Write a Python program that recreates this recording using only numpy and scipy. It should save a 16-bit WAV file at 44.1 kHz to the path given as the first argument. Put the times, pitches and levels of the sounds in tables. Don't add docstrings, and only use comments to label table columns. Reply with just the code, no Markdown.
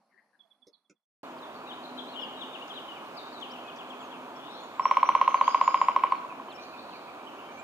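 import sys
import numpy as np
from scipy import signal
from scipy.fft import rfft, irfft, next_fast_len
from scipy.io import wavfile
from scipy.ndimage import uniform_filter1d, map_coordinates

SR = 44100
rng = np.random.default_rng(int(sys.argv[2]) if len(sys.argv) > 2 else 0)


def master(y):
    cut = np.clip(np.atleast_2d(y).T, -1, 1)
    pcm = np.round(cut * 32767)
    wavfile.write(sys.argv[1], SR, pcm.astype(np.int16))


def volts(x):
    e = np.asarray(x, float) / 20
    return 10 ** e


N = 336483
GROVE_END_S, CUT_S = 1.068, 1.2315
SIDES = np.array([[.5], [-.5]])


def unit(x):
    return x / np.sqrt(np.mean(x ** 2) + 1e-20)


def along(points, hz):
    f, v = np.transpose(points)
    return np.interp(np.log(hz + 1), np.log(f + 1), v)


def curves(rows):
    s, *columns = np.transpose(rows)
    return [np.interp(np.arange(N) / SR, s, column) for column in columns]


def wobble(rate):
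    knots = rng.standard_normal(int(N * rate / SR) + 4)
    return map_coordinates(knots, [np.arange(N) * rate / SR])


def add(mix, s, sound):
    part = mix[:, round(s * SR):][:, :sound.shape[1]]
    part += sound[:, :part.shape[1]]


def late_left(x, count):
    return np.array([np.roll(x[0], count), x[1]])


def reverb(x, alike, size_share=1):
    # (frequency [Hz], time to fall by 60 dB [s])
    wood = [(300, 0.19), (1000, 0.93), (3000, 1), (8000, 0.545)]
    hz, t, z = signal.stft(rng.standard_normal((2, SR)), SR, nperseg=256)
    z = z / np.abs(z + 1e-9) ** .7
    t60 = size_share * along(wood, hz)[:, None]
    a, b = signal.istft(z * volts(-60 * t / t60), SR, nperseg=256)[1]
    tail = np.array([a + alike * b, b + alike * a])
    late = np.pad(x, ((0, 0), (400, 0)))
    return signal.fftconvolve(late, tail / np.linalg.norm(tail[0]), axes=1)[:, :N]


def ring(modes, t, attack, scatter_db):
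    total = 0
    for k, (hz, db, t60) in enumerate(modes):
        fading = volts(db + rng.normal(0, scatter_db) - 60 * t / t60)
        total = total + (-1) ** k * fading * np.sin(2 * np.pi * hz * t)
    return (1 - np.exp(-t / attack)) ** 2 * total


def drumming():
    # (time [s], peak level [dB])
    blows = [(4.796, -12.5), (4.855, -8), (4.912, -7), (4.97, -7), (5.03, -6.5), (5.09, -6.5),
             (5.151, -6.5), (5.214, -7), (5.278, -7), (5.344, -7.5), (5.412, -6.5), (5.479, -7.5),
             (5.546, -7), (5.613, -7), (5.678, -7), (5.744, -7.5), (5.815, -7.5), (5.885, -7.5),
             (5.963, -8), (6.037, -8), (6.122, -10)]
    # (frequency [Hz], level [dB], t60 [s])
    trunk = [(796, -14.5, .021), (991, 0, .02), (1091, -.1, .021)]
    # (frequency [Hz], level [dB], t60 [s])
    bending = [(1285, -12, 0.01111), (1530, -16, 0.01005)]
    # (frequency [Hz], level [dB], t60 [s])
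    bark = [(576, -22, 0.025), (1973, -3.5, 0.00965), (2254, 1.5, 0.00846), (2445, -14, 0.01036),
            (2700, -12, 0.01566), (2941, -15.5, 0.01306), (3200, -12, 0.01002), (3500, -25, 0.0045)]
    # (frequency [Hz], level [dB], t60 [s])
    skin = [(3650, -18, 0.01297), (4160, -17.5, 0.0094), (4930, -21.5, 0.0057), (5500, -21.5, 0.0075),
            (6540, -26.5, 0.0036), (7480, -24.5, 0.0066)]
    # (delay [s], left level [dB], right level [dB])
    trees = [(.0085, -10.5, -14.5), (0.014, -20.5, -21.5), (0.024, -20, -18), (0.0387, -24, -20.5),
             (0.052, -33, -39), (0.076, -25, -27), (.110, -26, -26), (0.126, -32, -31.5),
             (.203, -27, -27.5), (0.277, -34, -35.5), (.362, -25, -24)]
    # (delay [s], level [dB])
    smooth_trunks = [(.011, -12.5), (.016, -17), (0.025, -15), (.032, -10.5), (.047, -20.5)]
    # (delay [s], level [dB])
    slim_delay, slim_db = (0.027, -8)

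    boom, crack, snap, shoulder, late = np.zeros((5, 1, N))
    t = np.arange(SR // 8) / SR
    u = np.arange(round(.013 * SR)) / round(.013 * SR)
    slump_hz = 716.4 * (492.2 / 716.4) ** u
    slump = np.sin(np.pi * u) * np.sin(2 * np.pi * np.cumsum(slump_hz) / SR)
    splinter_band = signal.butter(2, [7800, 10800], "band", fs=SR, output="sos")
    usual_db = np.mean(blows, axis=0)[1]
    for s, db in blows:
        sharp_db = db - 14 + .2 * (db - usual_db) + .63 * rng.standard_normal()
        hollow = ring(trunk, t, attack=.004, scatter_db=.25)
        bends = ring(bending, t, attack=.00366, scatter_db=.37)
        dull = ring(bark, t, attack=.001892, scatter_db=1.13)
        bright = ring(skin, t, attack=.0004, scatter_db=2.18)
        add(boom, s - .0021, volts(db + 13) * hollow[None])
        add(late, s + .003253, volts(db - 25.5) * slump[None])
        add(shoulder, s - .0021, -volts(db + 13) * bends[None])
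        add(crack, s - .0015, volts(sharp_db + 11) * dull[None])
        add(snap, s - .0007, volts(sharp_db) * bright[None])
        fibres = np.exp(-np.abs(t - .004) / .0014) * rng.standard_normal(len(t))
        add(snap, s - .0037, volts(db - 43.5) * signal.sosfilt(splinter_band, fibres)[None])

    boom = boom + shoulder
    sharp = crack + snap
    rough = boom + volts(-11) * sharp
    no_bass = signal.butter(2, 250, "high", fs=SR, output="sos")
    direct, answer = signal.sosfilt(no_bass, np.array([boom + sharp + late, rough]))
    short_waves = np.gradient(np.gradient(sharp, axis=1), axis=1)
    scattered = volts(-14.5) * boom + volts(-4) * shoulder + volts(12.5) * uniform_filter1d(short_waves, size=5)
    wet = direct * volts(SIDES * -1.6) + reverb(scattered, alike=.093)
    for delay, db in smooth_trunks:
        add(wet, delay, volts(db + 9.5) * np.gradient(crack, axis=1))
    add(wet, slim_delay, volts(slim_db) * shoulder)
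    for delay, left_db, right_db in trees:
        add(wet, delay, answer * volts(np.array([[left_db], [right_db]])))
    return late_left(wet, count=1)


def glides(notes, flutter_db):
    out = np.zeros((2, N))
    for s, length, from_hz, to_hz, db, pan_db in notes:
        u = np.arange(round(length * SR)) / round(length * SR)
        way = u - .75 * np.sin(2 * np.pi * u) / (2 * np.pi)
        tone = np.sin(2 * np.pi * np.cumsum(from_hz * (to_hz / from_hz) ** way) / SR)
        add(out, s, volts(db + 3.5 + SIDES * pan_db) * np.sin(np.pi * u) ** .52 * tone)
    return out * volts(flutter_db * np.array([wobble(130), wobble(130)]))


def songs():
    # (time [s], from [Hz], to [Hz], level [dB])
    falls = [(1.225, 4752, 2834, -61), (1.418, 4000, 3240, -52.5), (1.685, 3800, 2930, -47.5),
             (1.827, 4570, 3660, -55), (2.403, 3809, 2813, -43), (2.752, 3902, 2835, -44.5),
             (3.165, 4951, 3555, -48.5)]
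    # (time [s], from [Hz], to [Hz], level [dB])
    rises = [(1.659, 2380, 2980, -53), (1.708, 2910, 3942, -51), (1.97, 3100, 3350, -50),
             (2.071, 3930, 4300, -56.5), (5.452, 2990, 3433, -49.5)]
    # (time [s], length [s], pitch [Hz], level [dB])
    holds = [(1.537, 0.043, 4520, -60.5), (1.863, 0.049, 4210, -59), (5.224, 0.071, 4008, -63.5),
             (6.542, 0.038, 5440, -62.5)]
    # (time [s], length [s], from [Hz], to [Hz], level [dB])
    bent_notes = [(1.663, 0.0306, 3890, 3788, -54), (1.846, 0.0173, 3690, 4130, -49.5),
                  (2.136, 0.078, 2800, 3500, -48), (2.156, 0.054, 3220, 2852, -41),
                  (2.084, 0.046, 4300, 4428, -62.5), (2.879, 0.0523, 3060, 2863, -45.5),
                  (1.975, 0.0314, 4080, 3045, -42.5), (2.002, 0.015, 3538, 3200, -49),
                  (2.213, 0.0343, 3480, 2758, -38), (2.362, 0.065, 3778, 3830, -55),
                  (2.608, 0.0282, 2668, 3005, -45.5), (2.531, .042, 3700, 2498, -47),
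                  (2.694, 0.0294, 3550, 3026, -43), (2.723, 0.0295, 3370, 4007, -52),
                  (2.948, 0.0466, 2700, 2181, -55), (2.84, 0.031, 5000, 4830, -72),
                  (3.059, 0.0216, 4340, 4060, -61.5), (3.227, 0.081, 3650, 3835, -56.5),
                  (3.323, 0.0354, 4550, 4000, -55.5), (3.409, 0.04, 3620, 2736, -44),
                  (3.444, 0.0217, 2770, 2490, -53), (3.552, 0.019, 2965, 2540, -50),
                  (4.128, 0.0354, 3040, 2480, -58.5), (3.135, 0.037, 5220, 5110, -68.5),
                  (3.35, 0.0454, 4060, 3710, -53), (3.498, 0.0663, 3163, 2886, -52.5),
                  (3.581, 0.017, 2643, 3285, -46), (3.599, 0.044, 3050, 3087, -63)]
    # (time [s], level [dB])
    churrs = [(3.667, -51), (3.775, -49), (3.888, -49), (3.991, -51), (4.102, -52)]
    # (time after its start [s], length [s], from [Hz], to [Hz], level [dB])
    churr_parts = [
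        (0, 0.01634, 4660, 3510, -15),
        (0.01, .02, 3500, 3049, 1),
        (0.025, 0.0176, 3300, 2700, 0),
        (.04, .016, 2672, 2476, -3),
    ]
    # (time [s], length [s], from [Hz], to [Hz], level [dB])
    ahead = [(1.38, 0.022, 4950, 3800, -59), (2.2, 0.058, 5410, 4760, -61),
             (2.115, 0.047, 4350, 3500, -53.5), (6.9, 0.04, 3400, 2770, -59.5),
             (3.195, 0.033, 4000, 3600, -52), (3.642, 0.065, 2560, 2503, -52.5),
             (3.5, 0.027, 4500, 5700, -54.5), (6.1, 0.033, 4750, 4240, -61), (6.14, 0.061, 4500, 4070, -63),
             (7.28, .07, 3150, 2800, -62), (7.41, 0.119, 3150, 3050, -60.5), (6.52, .06, 2700, 3100, -62.5),
             (6.772, 0.029, 3550, 3700, -59.5), (6.58, 0.025, 3800, 3840, -63), (4, .07, 7400, 6300, -65.5),
             (5.358, 0.073, 4680, 3770, -55), (6.5, 0.039, 4360, 3046, -52.5),
             (6.5, 0.041, 3200, 2403, -56.5), (7.585, 0.0286, 7690, 7250, -62.5)]
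    # (time [s], from [Hz], to [Hz], level [dB])
    slides = [(6.017, 2620, 2415, -47.5), (6.291, 2660, 2360, -52.5), (6.574, 2372, 2439, -51.5),
              (6.724, 2650, 2410, -52.5), (6.76, 2656, 2430, -58.5), (6.928, 2639, 2274, -52.5),
              (7.068, 2539, 2279, -53), (7.195, 2325, 2407, -58.5), (7.485, 2278, 2374, -56),
              (7.571, 2305, 2422, -50.5)]
    # (time [s], from [Hz], to [Hz], level [dB])
    flips = [
        (6.484, 3013, 3200, -54),
        (7.265, 2890, 3200, -53),
        (7.385, 2700, 3153, -53),
    ]
    # (time [s], length [s], from [Hz], to [Hz], level [dB])
    faint = [(4.358, 0.0278, 5460, 5400, -64), (4.5, .085, 5420, 5500, -67.5),
             (4.58, 0.039, 5500, 6810, -68.5), (4.613, 0.057, 6980, 6540, -66.5),
             (4.702, 0.18, 7530, 7600, -76), (6.605, 0.046, 5860, 6130, -65.5),
             (7.51, 0.098, 6084, 6153, -69)]
    warbler_pan_db, ahead_pan_db, low_pan_db, thin_pan_db = 9.5, 2.5, -9.5, -8.5
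    flip_s = .018

    warbler = list(bent_notes)
    for s, a, b, db in falls:
        length = .01567 + (a - b) / 36000 * (4000 / a) ** 2.357
        warbler.append((s, length, a, b, db))
    warbler += [(s, .036, a, b, db) for s, a, b, db in rises]
    warbler += [(s, length, hz, hz - 2500 * length, db) for s, length, hz, db in holds]
    low = [(s, .0406, a, b, db) for s, a, b, db in slides]
    for s, a, b, db in flips:
        low.append((s, flip_s, a, b, db))
        low.append((s + flip_s * .75, flip_s, b, b * .82, db - .5))
    hoarse = [(s + after, length, a, b, db + part_db, warbler_pan_db)
              for s, db in churrs for after, length, a, b, part_db in churr_parts]
    singers = [(warbler, warbler_pan_db), (low, low_pan_db), (faint, thin_pan_db)]
    placed = [note + (pan_db,) for notes, pan_db in singers for note in notes]
    centre = glides([note + (ahead_pan_db,) for note in ahead], flutter_db=1.08)
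    centre = late_left(centre, count=-5)
    return centre + glides(placed, flutter_db=2.66) + glides(hoarse, flutter_db=3.5)


def long_whistle():
    # (time [s], from [Hz], to [Hz], level [dB])
    breaths = [(4.811, 5580, 5790, -51.5), (4.975, 5800, 5750, -62), (5.039, 5860, 5968, -54.5),
               (5.27, 6275, 6480, -56), (5.445, 6730, 6526, -54.5), (5.599, 6850, 6620, -55.5),
               (5.788, 6920, 6683, -59.5), (5.92, 6856, 6840, -75.5)]
    scoop_s = .039
    points = []
    for (s, from_hz, to_hz, db), after in zip(breaths, breaths[1:]):
        points.append((s, from_hz - 250, db - 9.5))
        points.append((s + scoop_s, from_hz, db))
        points.append((after[0] - scoop_s / 2, to_hz, db - 10.5))
    end_s, end_hz, _, end_db = breaths[-1]
    hz, db = curves(points + [(end_s, end_hz, end_db)])
    t = np.arange(N) / SR
    on = (t > breaths[0][0]) & (t < end_s)
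    shaky_hz = (30 + 60 * (t > 5.3)) * wobble(60)
    tone = np.sin(2 * np.pi * np.cumsum(hz + shaky_hz) / SR)
    return on * volts(db + 4.5 + 2.6 * wobble(50) + SIDES * -9) * tone


def pulsed(calls, rate, sweep_hz, sharp, uneven_db, pan_db):
    out = np.zeros((2, N))
    for s, length, from_hz, to_hz, db in calls:
        u = np.arange(round(length * SR)) / round(length * SR)
        turns = u * length * rate
        size = volts(uneven_db * rng.standard_normal(100))[turns.astype(int)]
        hz = from_hz + (to_hz - from_hz) * u + sweep_hz * (.5 - turns % 1)
        beats = size * np.abs(np.sin(np.pi * turns)) ** (2 * sharp)
        pulses = beats * np.sin(2 * np.pi * np.cumsum(hz) / SR)
        add(out, s, volts(db + 6.5 + SIDES * pan_db) * np.sin(np.pi * u) ** .37 * pulses)
    return out


def birds():
    # (time [s], length [s], from [Hz], to [Hz], level [dB])
    trill = [
        (5.544, 0.32, 4905, 5002, -57),
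    ]
    # (time [s], length [s], from [Hz], to [Hz], level [dB])
    trill_start = [
        (5.424, .054, 4457, 4923, -54.5),
        (5.477, .067, 4874, 4930, -52),
    ]
    # (time [s], length [s], from [Hz], to [Hz], level [dB])
    buzz = [(4.34, 0.188, 3307, 3546, -63), (4.39, 0.121, 3090, 2911, -64.5),
            (4.45, 0.147, 3662, 3950, -62.5), (4.51, .15, 4160, 4300, -65.5),
            (4.54, 0.117, 3362, 3582, -63)]
    # (time [s], from [Hz], level [dB])
    chatter = [(6.58, 4100, -58.5), (6.68, 4250, -65), (6.76, 3980, -58), (6.89, 4090, -59),
               (6.99, 4150, -75)]
    # (time [s], length [s], from [Hz], to [Hz], level [dB])
    croak = [(.09, 0.051, 2157, 2046, -86), (.12, 0.088, 1850, 1705, -73.5),
             (.175, 0.0258, 1910, 1932, -62.5), (.2, 0.035, 1862, 1794, -74.5), (.24, .09, 1900, 1784, -86),
             (.33, 0.032, 1680, 1654, -71.5)]
    # (time [s], level [dB])
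    chips = [(.392, -55), (0.504, -57.5), (.619, -59), (.734, -59.5), (.845, -72.5), (.955, -85),
             (1.025, -93.5)]
    # (time [s], length [s], from [Hz], to [Hz], level [dB])
    high_chip = [
        (.73, .03, 4460, 3810, -59),
    ]
    # (time [s], length [s], from [Hz], to [Hz], level [dB])
    hoots = [
        (0.136, 0.0354, 390, 370, -72),
        (0.429, 0.043, 716, 658, -67.5),
        (.6, 0.051, 259.4, 239, -72),
    ]

    far = pulsed(trill, rate=67, sweep_hz=800, sharp=.45, uneven_db=1.2, pan_db=-11)
    far += pulsed(trill_start, rate=75, sweep_hz=850, sharp=.45, uneven_db=.8, pan_db=-11)
    far += volts(-1.5) * (songs() + long_whistle())
    far += volts(5) * pulsed(buzz, rate=140, sweep_hz=250, sharp=.97, uneven_db=1.5, pan_db=11)
    chatter = [(s, .096, hz, 4300, db) for s, hz, db in chatter]
    far += volts(.5) * pulsed(chatter, rate=96, sweep_hz=-1400, sharp=.43, uneven_db=3.5, pan_db=-1)
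    small = [(s, .0251, 3489, 3350, db) for s, db in chips] + high_chip + hoots
    near = volts(-6) * glides([note + (-11,) for note in small], flutter_db=3.5)
    near += volts(.5) * pulsed(croak, rate=140, sweep_hz=350, sharp=.52, uneven_db=5, pan_db=9.5)
    far_tail = volts(-3.5) * reverb(far.mean(0)[None], alike=-.11)
    leaves = volts(-17) * reverb(far, alike=.13, size_share=.033)
    near_tail = volts(-10) * reverb(near, alike=.1, size_share=.29)
    return volts(.04) * late_left(far + leaves, count=5) + far_tail + near + near_tail


def taps():
    # (time [s], level [dB], tones as (frequency [Hz], level [dB]))
    pecks = [
        (0.668, -56, [(250, -7.5), (330, 1), (450, 4), (560, 0), (2000, -22), (3900, -16), (4900, -26.5), (5350, -11), (5850, -14.5), (7000, -30), (9000, -23.5), (10800, -24)]),
        (0.896, -57.5, [(170, -6), (240, -1), (340, 1), (500, -2.5), (1400, -8.5), (2450, -8.5), (3500, -24), (5000, -21), (5700, -10), (6450, -10), (7300, -19.5), (10000, -24.5)]),
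    ]
    # (time [s], level [dB], pitch [Hz], left minus right [dB])
    ticks = [(2.39, -65, 6950, 3.5), (2.677, -46.5, 5500, -13), (3.40, -49.5, 6070, -8.5),
             (3.759, -47, 5500, -12), (3.89, -53, 7160, 12.5), (6.525, -56, 7550, 11)]
    out, t = np.zeros((2, N)), np.arange(SR // 10) / SR
    for s, db, peaks in pecks:
        modes = []
        for hz, level in peaks:
            t60 = .0737 * (500 / hz) ** .102
            for step in (.9, .94, .98, 1.02, 1.06, 1.1):
                modes.append((hz * step * rng.normal(1, .0182), level - .6, t60))
        add(out, s, volts(db + SIDES * -3) * ring(modes, t, attack=.00096, scatter_db=2))
    for s, db, hz, pan_db in ticks:
        modes = [(hz * rng.normal(1, .15), -16, .025) for _ in range(50)]
        add(out, s, volts(db + SIDES * pan_db) * ring(modes, t, attack=.0018, scatter_db=3))
    return out + volts(-2) * reverb(out, alike=.33, size_share=.059)


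def rush(spectrum, alike, patchy_db):
    # (frequency [Hz], left minus right [dB])
    lean = [(60, -2.5), (240, 1), (950, -2.5), (3770, 1), (15000, 0.5)]
    z = signal.stft(rng.standard_normal((2, N)), nperseg=512)[2]
    field = uniform_filter1d(rng.standard_normal(z.shape[1:]), size=6, axis=0)
    field = uniform_filter1d(field, size=14, axis=1)
    pair = signal.istft(z * volts(patchy_db * unit(field)), nperseg=512)[1][:, :N]
    m = next_fast_len(N)
    hz = np.fft.rfftfreq(m, 1 / SR)
    turn = np.arccos(np.clip(along(alike, hz), -1, 1)) / 2
    mid, side = rfft(pair, m) * volts(along(spectrum, hz)) * [np.cos(turn), np.sin(turn)]
    both = np.array([mid + side, mid - side]) * volts(SIDES * along(lean, hz))
    return unit(irfft(both, m)[:, :N])


def background():
    # (frequency [Hz], level [dB per Hz])
    grove_air = [(60, -60), (130, -27.5), (210, -7.5), (400, -18.5), (700, -10), (1080, -11.5),
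                 (1570, -20.5), (3700, -35), (4260, -23), (4700, -29.5), (5600, -32.5), (7500, -40.5),
                 (11500, -43), (15600, -57.5)]
    # (frequency [Hz], level [dB per Hz])
    grove_fizz = [(6500, -120), (7500, -13.5), (9000, -1.5), (11000, 4), (11900, -4), (12300, -120)]
    # (frequency [Hz], likeness [0..1])
    grove_alike = [(60, 0.9), (240, 0.98), (950, 0.914), (3770, 0.23), (15000, -0.0)]
    # (frequency [Hz], level [dB per Hz])
    traffic = [(15, -77), (30, -49), (112, -21.5), (147, -14), (189, -11), (252, -3), (489, -6),
               (694, -2.5), (876, -4), (984, -1), (1240, -5.5), (1830, -17), (2600, -26.5), (3380, -32.5),
               (5720, -120)]
    # (frequency [Hz], level [dB per Hz])
    hiss = [(1060, -22.5), (1800, -24.5), (2120, -3.5), (2430, 0.5), (3540, -6.5), (4480, -11.5),
            (4910, -14.5), (5990, -18), (6440, -16.5), (8210, -22), (10300, -22), (11200, -27.5),
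            (13000, -20.5), (15600, -27)]
    # (frequency [Hz], likeness [0..1])
    forest_alike = [(60, 0.82), (150, 1), (380, 0.867), (950, 0.834), (1600, 1), (3100, 0.18), (6000, .12),
                    (15000, .02)]
    # (time [s], level [dB])
    breeze = [(1.23, 0), (2.7, 2), (4.5, 0.5), (5.5, 2), (6.4, -0.5), (7.63, 0.5)]
    # (time [s], half width [s], level [dB])
    drone = [(1.25, 0.177, -49.5), (2.15, 0.424, -50.5), (3.5, 0.118, -53), (4.05, 0.307, -52)]
    # (frequency [Hz], level [dB per Hz])
    wind = [(20, -11), (50, -13), (85, 10.5), (130, -6.5), (300, -52)]
    # (frequency [Hz], level [dB])
    whine = [(6589, -80.5), (13184, -97)]

    t = np.arange(N) / SR
    fade = np.cos(np.pi / 2 * np.clip(t / GROVE_END_S, 0, 1))
    grove = volts(-73) * rush(grove_air, grove_alike, patchy_db=1.62)
    grove += volts(-89) * rush(grove_fizz, grove_alike, patchy_db=5)
    traffic_db = -42.5 - .1544 * t + .18 * wobble(2.972)
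    forest = volts(traffic_db) * rush(traffic, forest_alike, patchy_db=.1571)
    forest += volts(-56.5 + curves(breeze)[0]) * rush(hiss, forest_alike, patchy_db=1)
    swells = volts(-65) + sum(volts(db) * np.exp(-((t - s) / width) ** 2) for s, width, db in drone)
    engine = np.sin(2 * np.pi * np.cumsum(254 + 1.53 * wobble(4)) / SR)
    forest += swells * volts(2.3 * wobble(8)) * engine
    forest += volts(-76.5 + 2.5 * wobble(3.2)) * rush(wind, [(50, .1)], patchy_db=4.5)
    whines = sum(volts(db) * np.sin(2 * np.pi * hz * t) for hz, db in whine)
    forest += whines * np.array([[1.4], [.6]])
    return fade * grove + (t > CUT_S) * late_left(forest, count=6)


def thin_treble(x):
    # (from [s], to [s])
    thin_times = [(4.78, 4.8), (4.86, 4.91), (4.975, 5.085), (5.155, 5.21), (5.262, 5.275), (5.33, 5.342),
                  (5.55, 5.565), (5.62, 5.675), (5.73, 5.742), (5.8, 5.812), (5.868, 5.884), (6.1, 6.14)]
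    # (from [Hz], to [Hz])
    weak_bands = [
        (10800, 11700),
        (14900, 16000),
    ]
    hz, t, z = signal.stft(x, SR, nperseg=256)
    lost = rng.random((len(hz) // 3 + 1, len(t) // 4 + 1)) < .4
    lost = lost.repeat(3, axis=0).repeat(4, axis=1)[:len(hz), :len(t)]
    weak = sum((hz > a) & (hz < b) for a, b in weak_bands).astype(bool)
    lost = lost | weak[:, None]
    thin = sum((t > a) & (t < b) for a, b in thin_times) * (hz > 7800)[:, None]
    gain = 1 + thin * (.3 - 1.3 * lost)
    return signal.istft(z * gain, SR, nperseg=256)[1][:, :N]


def scene():
    t = np.arange(N) / SR
    heard = (t < GROVE_END_S) | (t > CUT_S)
    return heard * (drumming() + birds() + taps() + background())


def low_pass(x):
    return signal.sosfilt(signal.butter(12, 15750, fs=SR, output="sos"), x)


def record(dry):
    band_limit = signal.ellip(10, .5, 60, 15700, fs=SR, output="sos")
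    mix = signal.sosfilt(band_limit, thin_treble(dry))
    return low_pass(mix)


dry = scene()
out = record(dry)
master(out)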